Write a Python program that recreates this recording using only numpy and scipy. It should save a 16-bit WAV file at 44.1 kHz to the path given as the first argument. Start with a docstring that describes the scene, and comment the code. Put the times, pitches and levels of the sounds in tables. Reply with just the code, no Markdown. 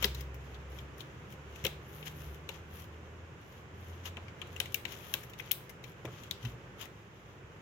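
"""Opening a small cardboard box

Hands open a small box on a cloth and pull out a thin plastic tray, close to the left of the microphone.
Flaps and tray buckle in sharp snaps: bursts of noise that make sets of resonances ring.
Card rubs on card and plastic in grainy, hissing noise; the box is set down with soft thuds of swelling tones.
A fan rushes softly in the small room as coloured noise, and the handling echoes and dies away there.
Outside, a distant engine slowly gathers speed: two rising harmonics that come and go."""
import sys
import numpy as np
from scipy import signal
from scipy.fft import rfft, irfft, next_fast_len
from scipy.io import wavfile

SR = 44100
rng = np.random.default_rng(int(sys.argv[2]) if len(sys.argv) > 2 else 0)


def to_wav(sig):
    """Store sig (one row per channel, or 1-D mono) as 16-bit WAV at the path in sys.argv[1].

    Samples outside -1..1 are clipped; the rate is SR.
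    """
    pcm = np.clip(np.atleast_2d(sig), -1, 1) * 32767
    pcm = np.round(pcm).astype(np.int16)
    wavfile.write(sys.argv[1], SR, pcm.T)  # frames by channels


N = 335601
TIME = np.arange(N) / SR
CUTOFF_HZ = 16200  # top of the room's wash and of the microphone

# one surface sliding over another: (middle [s], length [s], scrape level [dB], hiss level [dB])
STROKES = [(0.037, 0.065, -39.5, -51), (0.187, 0.089, -52.5, -60), (0.48, 0.18, -63, -71),
           (0.764, 0.12, -59.5, -62), (1.002, 0.046, -54, -56), (1.32, 0.047, -59, -62),
           (1.592, 0.16, -58.5, -67), (1.991, 0.23, -57, -58.5), (2.071, 0.035, -41.5, -49),
           (2.236, 0.23, -56, -57.5), (2.543, 0.1, -54, -64), (2.781, 0.13, -55, -55.5),
           (3.529, 0.2, -65, -68.5), (3.872, 0.2, -61, -66), (4.067, 0.043, -43, -51.5),
           (4.606, 0.31, -58.5, -66), (4.925, 0.088, -47.5, -54.5), (5.095, 0.31, -51.5, -54.5),
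           (5.396, 0.025, -48, -51), (5.468, 0.083, -53, -63.5), (5.881, 0.087, -59.5, -64),
           (6.177, 0.22, -55, -64.5), (6.462, 0.12, -53, -62), (6.826, 0.065, -45.5, -54)]


def from_db(db):
    """Turn decibels into a gain."""
    return 10 ** (np.asarray(db) / 20)


def rms_one(x):
    """Scale a signal to an rms of 1."""
    return x / np.sqrt(np.mean(x ** 2) + 1e-20)


def in_time(rows):
    """Read the value columns of a time curve at every sample."""
    s, *columns = np.transpose(rows)
    return [np.interp(TIME, s, column) for column in columns]


def at_hz(points, hz):
    """Read a spectrum between its points, on a logarithmic frequency axis."""
    f, value = np.transpose(points)
    return np.interp(np.log(hz + 1), np.log(f), value)


def coloured(x, spectrum):
    """Filter a signal by a spectrum in dB, then scale it to an rms of 1."""
    size = next_fast_len(N)
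    hz = np.arange(size // 2 + 1) * SR / size
    filtered = irfft(rfft(x, size) * from_db(at_hz(spectrum, hz)), size)
    return rms_one(filtered[..., :N])


def drift(rate):
    """Slow random wandering with rate new values a second and an rms of 1."""
    knots = rng.standard_normal(N // 20)
    return rms_one(np.interp(TIME * rate, np.arange(len(knots)), knots))


def resonate(x, modes):
    """Add up parallel resonances (Hz, width in Hz, dB) with alternating signs."""
    out = 0
    for k, (hz, width, db) in enumerate(modes):
        r = np.exp(-np.pi * width / SR)
        zeros = [(1 - r * r) / 2, 0, (r * r - 1) / 2]
        poles = [1, -2 * r * np.cos(2 * np.pi * hz / SR), r * r]
        out = out + (-1) ** k * from_db(db) * signal.lfilter(zeros, poles, x)
    return out


def add(track, s, sound):
    """Mix a sound into a track at time s."""
    at = max(0, int(s * SR))
    track[:, at:at + sound.shape[-1]] += sound[:, :N - at]


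def from_left(x, right_db, count=7):
    """Sound from the left reaches the right port at another level and count samples later."""
    return np.array([x[0], from_db(right_db) * np.roll(x[1], count)])


def air():
    """The fan's diffuse rush: noise that is most alike at both ports in the bass."""
    # colour of the rush: (frequency [Hz], relative level [dB per Hz])
    air_spectrum = [(25, -35.5), (40, -16.5), (60, -5.5), (85, -3.5), (125, -0.5), (170, -6), (260, -13.5),
                    (390, -9), (520, -12), (680, -18), (1100, -18), (1800, -20.5), (2900, -24), (4300, -38),
                    (6800, -35), (8600, -47.5), (16000, -51.5)]
    # how alike left and right are: (frequency [Hz], likeness [0 to 1])
    likeness = [(35, 0.68), (100, 1), (200, 0.89), (380, 0.9), (700, 0.42), (1300, 0), (2400, 0)]
    # loudness of the rush: (time [s], level [dB])
    air_db = [(0, -49), (2.5, -50), (3.5, -51.5), (4.5, -49), (5.8, -51), (6.8, -50), (7.1, -53.5),
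              (7.6, -51.5)]
    size = next_fast_len(N)
    hz = np.arange(size // 2 + 1) * SR / size
    alike = np.clip(at_hz(likeness, hz), -1, 1)
    mid, side = rfft(rng.standard_normal((2, size)))
    both = np.sqrt(1 + alike) * mid + np.sqrt(1 - alike) * side * [[1], [-1]]
    left, right = irfft(both, size)[:, :N]
    # the right port faces the rush and gets more of its middle range
    right = right + resonate(right, [(1293, 1300, -6.5)])
    return from_db(in_time(air_db)[0]) * coloured(np.array([left, right]), air_spectrum)


def engine():
    """Only the lowest two harmonics of the exhaust come through the walls, rising as the engine speeds up."""
    # loudness of the first harmonic: (time [s], level [dB])
    engine_db = [(0, -45.5), (.2, -43), (.5, -48.5), (.85, -48.5), (1.2, -65.5), (1.5, -50.5), (2.0, -58.5),
                 (2.6, -55), (3.1, -52), (3.35, -57), (3.55, -77), (3.75, -50), (4.15, -48), (4.4, -55.5),
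                 (4.68, -50.5), (4.9, -90)]
    idle_hz, rise_hz_per_s = 64.63, 5.2  # firing rate at the start, its rise
    second_db, second_waver_db = -56.5, 2.5
    wall_edge_hz, wall_loss_db_per_hz = 154.7, 1.4  # the walls weaken the second harmonic above the edge
    hz = idle_hz + rise_hz_per_s * TIME
    past_edge_hz = np.maximum(2 * hz - wall_edge_hz, 0)
    second_level_db = second_db - wall_loss_db_per_hz * past_edge_hz + second_waver_db * drift(5.02)
    unsteady_hz = hz * (1 + 0.011 * drift(12))
    phase = 2 * np.pi * np.cumsum(unsteady_hz) / SR
    first = from_db(in_time(engine_db)[0]) * np.sin(phase)
    second = from_db(second_level_db) * np.sin(2 * phase)
    # the square root of 2 makes the levels rms; both harmonics waver together
    return np.sqrt(2) * from_db(1.5 * drift(13)) * (first + second)


def friction(grains_per_s, grain_db, smooth):
    """Fibres catch and let go: clumps of uneven grains on a smooth rush."""
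    crowding = from_db(5 * drift(70))
    born = rng.random(N) < grains_per_s * crowding / SR
    size_db = grain_db * np.minimum(rng.exponential(1, N), 4)
    grains = born * from_db(size_db) * rng.standard_normal((2, N))
    return rms_one(rms_one(grains) + smooth * rng.standard_normal((2, N)))


def rubbing():
    """Strokes speed up and slow down over a faint shifting grip; card scrapes in grains, smooth faces hiss."""
    # colour of card scraping: (frequency [Hz], relative level [dB per Hz])
    scrape_spectrum = [(400, -13.5), (1000, 5.5), (1600, 2.5), (2400, 1.5), (3200, 6), (4500, -7),
                       (6700, -1.5), (8200, -24), (10000, -21)]
    # colour of smooth faces hissing: (frequency [Hz], relative level [dB per Hz])
    hiss_spectrum = [(6000, -12.5), (8500, -20.5), (10500, 3), (12000, 5), (14000, 4.5), (16000, -5)]
    # the fingers keep shifting their grip: levels at the firmest, loss as it slackens
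    grip_scrape_db, grip_hiss_db, grip_swing_db, shifts_per_s = -62.5, -75.5, 6, 9
    grip = from_db(-grip_swing_db * np.abs(drift(shifts_per_s) - 1))
    scrape_gain, hiss_gain = from_db(grip_scrape_db) * grip, from_db(grip_hiss_db) * grip
    for s, length, scrape_db, hiss_db in STROKES:
        speed = np.exp(-(2 * (TIME - s) / length) ** 2)
        # hypot adds the powers
        scrape_gain = np.hypot(scrape_gain, from_db(scrape_db) * speed)
        hiss_gain = np.hypot(hiss_gain, from_db(hiss_db) * speed)
    scrape = scrape_gain * coloured(friction(grains_per_s=2500, grain_db=2.5, smooth=0.73), scrape_spectrum)
    hiss = hiss_gain * coloured(friction(grains_per_s=1800, grain_db=4.0, smooth=1.0), hiss_spectrum)
    return from_left(scrape, right_db=-8.5) + from_left(hiss, right_db=-15.0)


def slips(t60, first, alike):
    """One sudden give and a dying volley of tiny slips, partly alike at the two microphone ports."""
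    t = TIME[:SR // 8]
    dying = from_db(-60 * t / max(t60, .003))
    common, own = rng.standard_normal((2, len(t))) * dying
    common[8] += first
    return np.array([common, alike * common + np.sqrt(1 - alike ** 2) * own])


def struck(force, modes, db, scatter_db=3.0):
    """A blow rings modes with new strengths each time; db is its energy spread over 10 ms."""
    scatter = rng.normal(0, 1, (len(modes), 1)) * [0, 0, scatter_db]
    rung = resonate(force, np.array(modes) + scatter)
    power = np.sum(rung ** 2, axis=1, keepdims=True) / (.01 * SR)
    return from_db(db) * rung / np.sqrt(power)


def snap(panel_db, pitch_hz, crack_db, t60):
    """A buckling panel rings at a pitch set by its tension; creases and rims add the crack."""
    # ringing of a panel: (multiple of its pitch [ratio], width [Hz], relative level [dB])
    panel_modes = [(.70, 239.6, -4.5), (0.829, 220, 1.5), (1.003, 280, 6.5), (1.12, 277, 4),
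                   (1.279, 320, -1.5), (1.449, 398, -8.5)]
    # flexing of a whole side: (frequency [Hz], width [Hz], relative level [dB])
    flex_modes = [(1610, 113, -2), (1962, 200, -1), (2150, 180, -4.5)]
    # ringing of the stiff creases: (frequency [Hz], width [Hz], relative level [dB])
    crease_modes = [(5040, 637, 3), (6030, 2360, 6.5), (7420, 520, 3)]
    # ringing of the rims: (frequency [Hz], width [Hz], relative level [dB])
    rim_modes = [(10300, 1800, -13), (12800, 1400, -3.5), (14580, 1700, -2), (14700, 1100, 3.5)]
    force = slips(t60, first=2.3, alike=0.42)
    panel = struck(force, np.array(panel_modes) * [pitch_hz, 1, 1], panel_db - .8)
    # below a threshold the side as a whole hardly moves, and its travel is limited
    flex_db = min(panel_db, -27) - 9 + 2 * min(panel_db + 24, 0)
    flex = struck(force, flex_modes, flex_db)
    crease = struck(force, crease_modes, 0.47 * panel_db + 0.38 * crack_db - 11.5)
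    rim = struck(slips(0.89 * t60, first=1.9, alike=.7), rim_modes, crack_db - .3)
    # the rims are shaded most at the right port; the flexing is not shaded
    out = from_left(panel + crease, right_db=-11.5)
    return out + from_left(flex, right_db=0.5) + from_left(rim, right_db=-15.5)


def crinkle(below_db, count=12):
    """Edges catch at random in each stroke, up to count times, more loudly the harder the scrape."""
    catches_per_s = 45  # per second of stroke length
    out = np.zeros((2, N))
    for s, length, scrape_db, hiss_db in STROKES:
        for k, (when, size, pitch) in enumerate(rng.uniform(-1.2, 1, (count, 3))):
            db = below_db + 5 * size
            tick = snap(scrape_db + db, 3000 + 600 * pitch, hiss_db + db, 0.012)
            # short strokes keep only the first few catches
            add(out, s + when * length / 2, tick * (k < catches_per_s * length))
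    return out


def snaps():
    """Flaps and tray buckle one after another, the harder the shorter."""
    # panels buckling: (time [s], panel level [dB], panel pitch [Hz], treble crack level [dB])
    snap_list = [(0.0253, -31, 2770, -36), (0.03, -32, 3230, -43), (0.0425, -23.5, 3210, -33.5),
                 (0.0443, -22.5, 3970, -42), (0.053, -46, 2540, -33.5), (0.147, -43, 3680, -47.5),
                 (0.2075, -46.5, 2790, -45), (0.343, -55.5, 2550, -55), (0.5442, -50.5, 3300, -74),
                 (0.7862, -44.5, 2890, -61), (1.0056, -41, 3040, -57), (1.3236, -55, 2800, -57),
                 (1.5589, -47, 2560, -59), (1.64, -38.5, 2600, -48), (1.6482, -32.5, 2880, -34.5),
                 (1.6512, -27, 2820, -42), (1.6656, -28.5, 2730, -37), (2.026, -43.5, 2860, -85),
                 (2.059, -56, 2800, -48), (2.0702, -41, 2820, -73), (2.4903, -35, 2780, -48.5),
                 (4.0546, -38.5, 2820, -53), (4.169, -39, 2660, -75), (4.282, -47, 2190, -75),
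                 (4.4157, -35.5, 2870, -68), (4.563, -39, 2520, -61), (4.601, -25.5, 2890, -33),
                 (4.6564, -41.5, 2720, -56), (4.721, -52, 3140, -53), (4.744, -27.5, 2770, -27.5),
                 (4.8524, -30, 2780, -52), (4.921, -43.5, 2900, -47), (5.1388, -26.5, 3250, -29.5),
                 (5.233, -49, 2190, -55), (5.2964, -53, 2800, -56), (5.3338, -47, 2540, -63),
                 (5.3972, -35, 2340, -80), (5.5111, -29.5, 2940, -52), (5.5162, -32, 3370, -21.5),
                 (5.6945, -47, 2100, -49), (5.8393, -43.5, 2850, -57), (6.0524, -42, 2400, -57),
                 (6.2344, -48.5, 2890, -56), (6.3103, -30, 3360, -42), (6.4282, -50, 3000, -62),
                 (6.4503, -38.5, 2800, -54), (6.812, -41.5, 2920, -46)]
    # a gentle snap crumples for longer: t60 at a hard snap's level, dB less that double it
    ring_s, hard_snap_db, ring_doubles_db = 0.02, -27.5, 15
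    out = np.zeros((2, N))
    for s, panel_db, pitch_hz, crack_db in snap_list:
        softer_db = hard_snap_db - max(panel_db, crack_db)
        t60 = ring_s * 2 ** (softer_db / ring_doubles_db)
        add(out, s, snap(panel_db, pitch_hz, crack_db, t60))
    return out


def knocks():
    """Knocks passed into the hollow box sound its walls and the air inside."""
    # knocks: (time [s], cavity level [dB])
    knock_list = [(0.0249, -41.5), (0.0445, -32.5), (1.647, -34), (1.668, -48), (2.49, -46.5),
                  (4.168, -47.5), (4.417, -53), (4.6, -48), (4.852, -55), (5.139, -46.5), (6.0465, -42),
                  (6.076, -46), (6.447, -60)]
    # modes of the box's hollow: (frequency [Hz], width [Hz], relative level [dB])
    cavity_modes = [(202, 46, -1.5), (349, 18, 1), (409, 65, 2), (537, 58, 1)]
    # modes of the walls: (frequency [Hz], width [Hz], relative level [dB])
    wall_modes = [(700, 72, -1.5), (894, 210, 0.5), (1340, 480, -2.5)]
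    # the walls sound even at a light touch: level at a middling knock, share of its swing they follow
    wall_mid_db, mid_knock_db, wall_follows = -46, -44, 0.4
    out = np.zeros((2, N))
    for s, cavity_db in knock_list:
        force = slips(0.086, first=2.1, alike=0.97)
        wall_db = wall_mid_db + wall_follows * (cavity_db - mid_knock_db)
        cavity = struck(force, cavity_modes, cavity_db)
        add(out, s, cavity + struck(force, wall_modes, wall_db))
    # soft card passes little treble
    return signal.sosfilt(signal.butter(2, 1500, fs=SR, output="sos"), out + 1e-18)


def echo(x):
    """The nearest hard surface throws the treble back once, thin and weak."""
    delay_s, echo_db, low_hz = .0118, -17, 2425
    thin = signal.sosfilt(signal.butter(1, low_hz, "high", fs=SR, output="sos"), x)
    out = np.zeros((2, N))
    add(out, delay_s, from_db(echo_db) * thin)
    return out


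def room(x, wet_db, treble_t60, gap_s, shade_db):
    """Energy piles up and dies away band by band, and comes back from all sides as a diffuse wash."""
    bass_t60 = 0.35  # s, approached toward the lowest bands
    out, t = np.zeros((2, N)), TIME[:SR // 2]
    edges = np.geomspace(250, CUTOFF_HZ, num=13)
    white = rng.standard_normal((2, 2, N))
    for k, band in enumerate(zip(edges, edges[1:])):
        sos = signal.butter(3, band, "band", fs=SR, output="sos")
        # the treble dies a little sooner and is shaded at the right port
        high = band[0] / edges[-2]
        t60 = bass_t60 + high * (treble_t60 - bass_t60)
        fade_in = np.clip(t / gap_s - .5, 0, 1)
        dying = from_db(-60 * t / t60) * fade_in
        power = signal.sosfilt(sos, x + 1e-18) ** 2
        energy = signal.fftconvolve(power, dying ** 2 / np.sum(dying ** 2))[:N]
        # neighbouring bands use different noise
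        noise = rms_one(signal.sosfilt(sos, white[k % 2]))
        out += np.sqrt(np.abs(energy)) * noise * from_db([[0], [shade_db * high]])
    return from_db(wet_db) * out


def bumps():
    """The box bumps softly on the padded table: the tones of each thud swell and die within a few cycles."""
    # tones of the thuds, several to one thud:
    # (time [s], peak of the swell [dB], frequency [Hz], rise to the peak [s])
    thud_tones = [(1.637, -35, 124, 0.0067), (2.24, -40.5, 69.5, 0.041), (6.043, -42.5, 124, 0.034),
                  (6.048, -36.5, 340, 0.0053), (6.434, -31.5, 119, 0.023), (6.44, -45.5, 235, 0.021),
                  (6.445, -44, 62, 0.042), (6.525, -39.5, 122, 0.018), (7.44, -42.5, 102, 0.0061)]
    out, t = np.zeros((2, N)), TIME[:SR // 2]
    for s, db, hz, rise in thud_tones:
        swell = (t / rise * np.exp(1 - t / rise)) ** 2
        tone = np.sin(2 * np.pi * hz * t)
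        add(out, s, from_db(db) * swell * tone * np.ones((2, 1)))
    return out


def scene():
    """The handling in its room, over the fan and the distant engine."""
    handling = snaps() + knocks() + rubbing() + crinkle(below_db=-7.0)
    wash = room(handling[0], wet_db=-15.0, treble_t60=0.28, gap_s=0.0018, shade_db=-5.0)
    return handling + echo(handling) + wash + bumps() + engine() + air()


def record(dry):
    """The microphone has a dip in the upper treble, and the top is cut steeply."""
    dipped = dry - resonate(dry, [(8700, 580, -10)])
    return signal.sosfilt(signal.ellip(10, .2, 70, CUTOFF_HZ, fs=SR, output="sos"), dipped)


dry = scene()
out = record(dry)
to_wav(out)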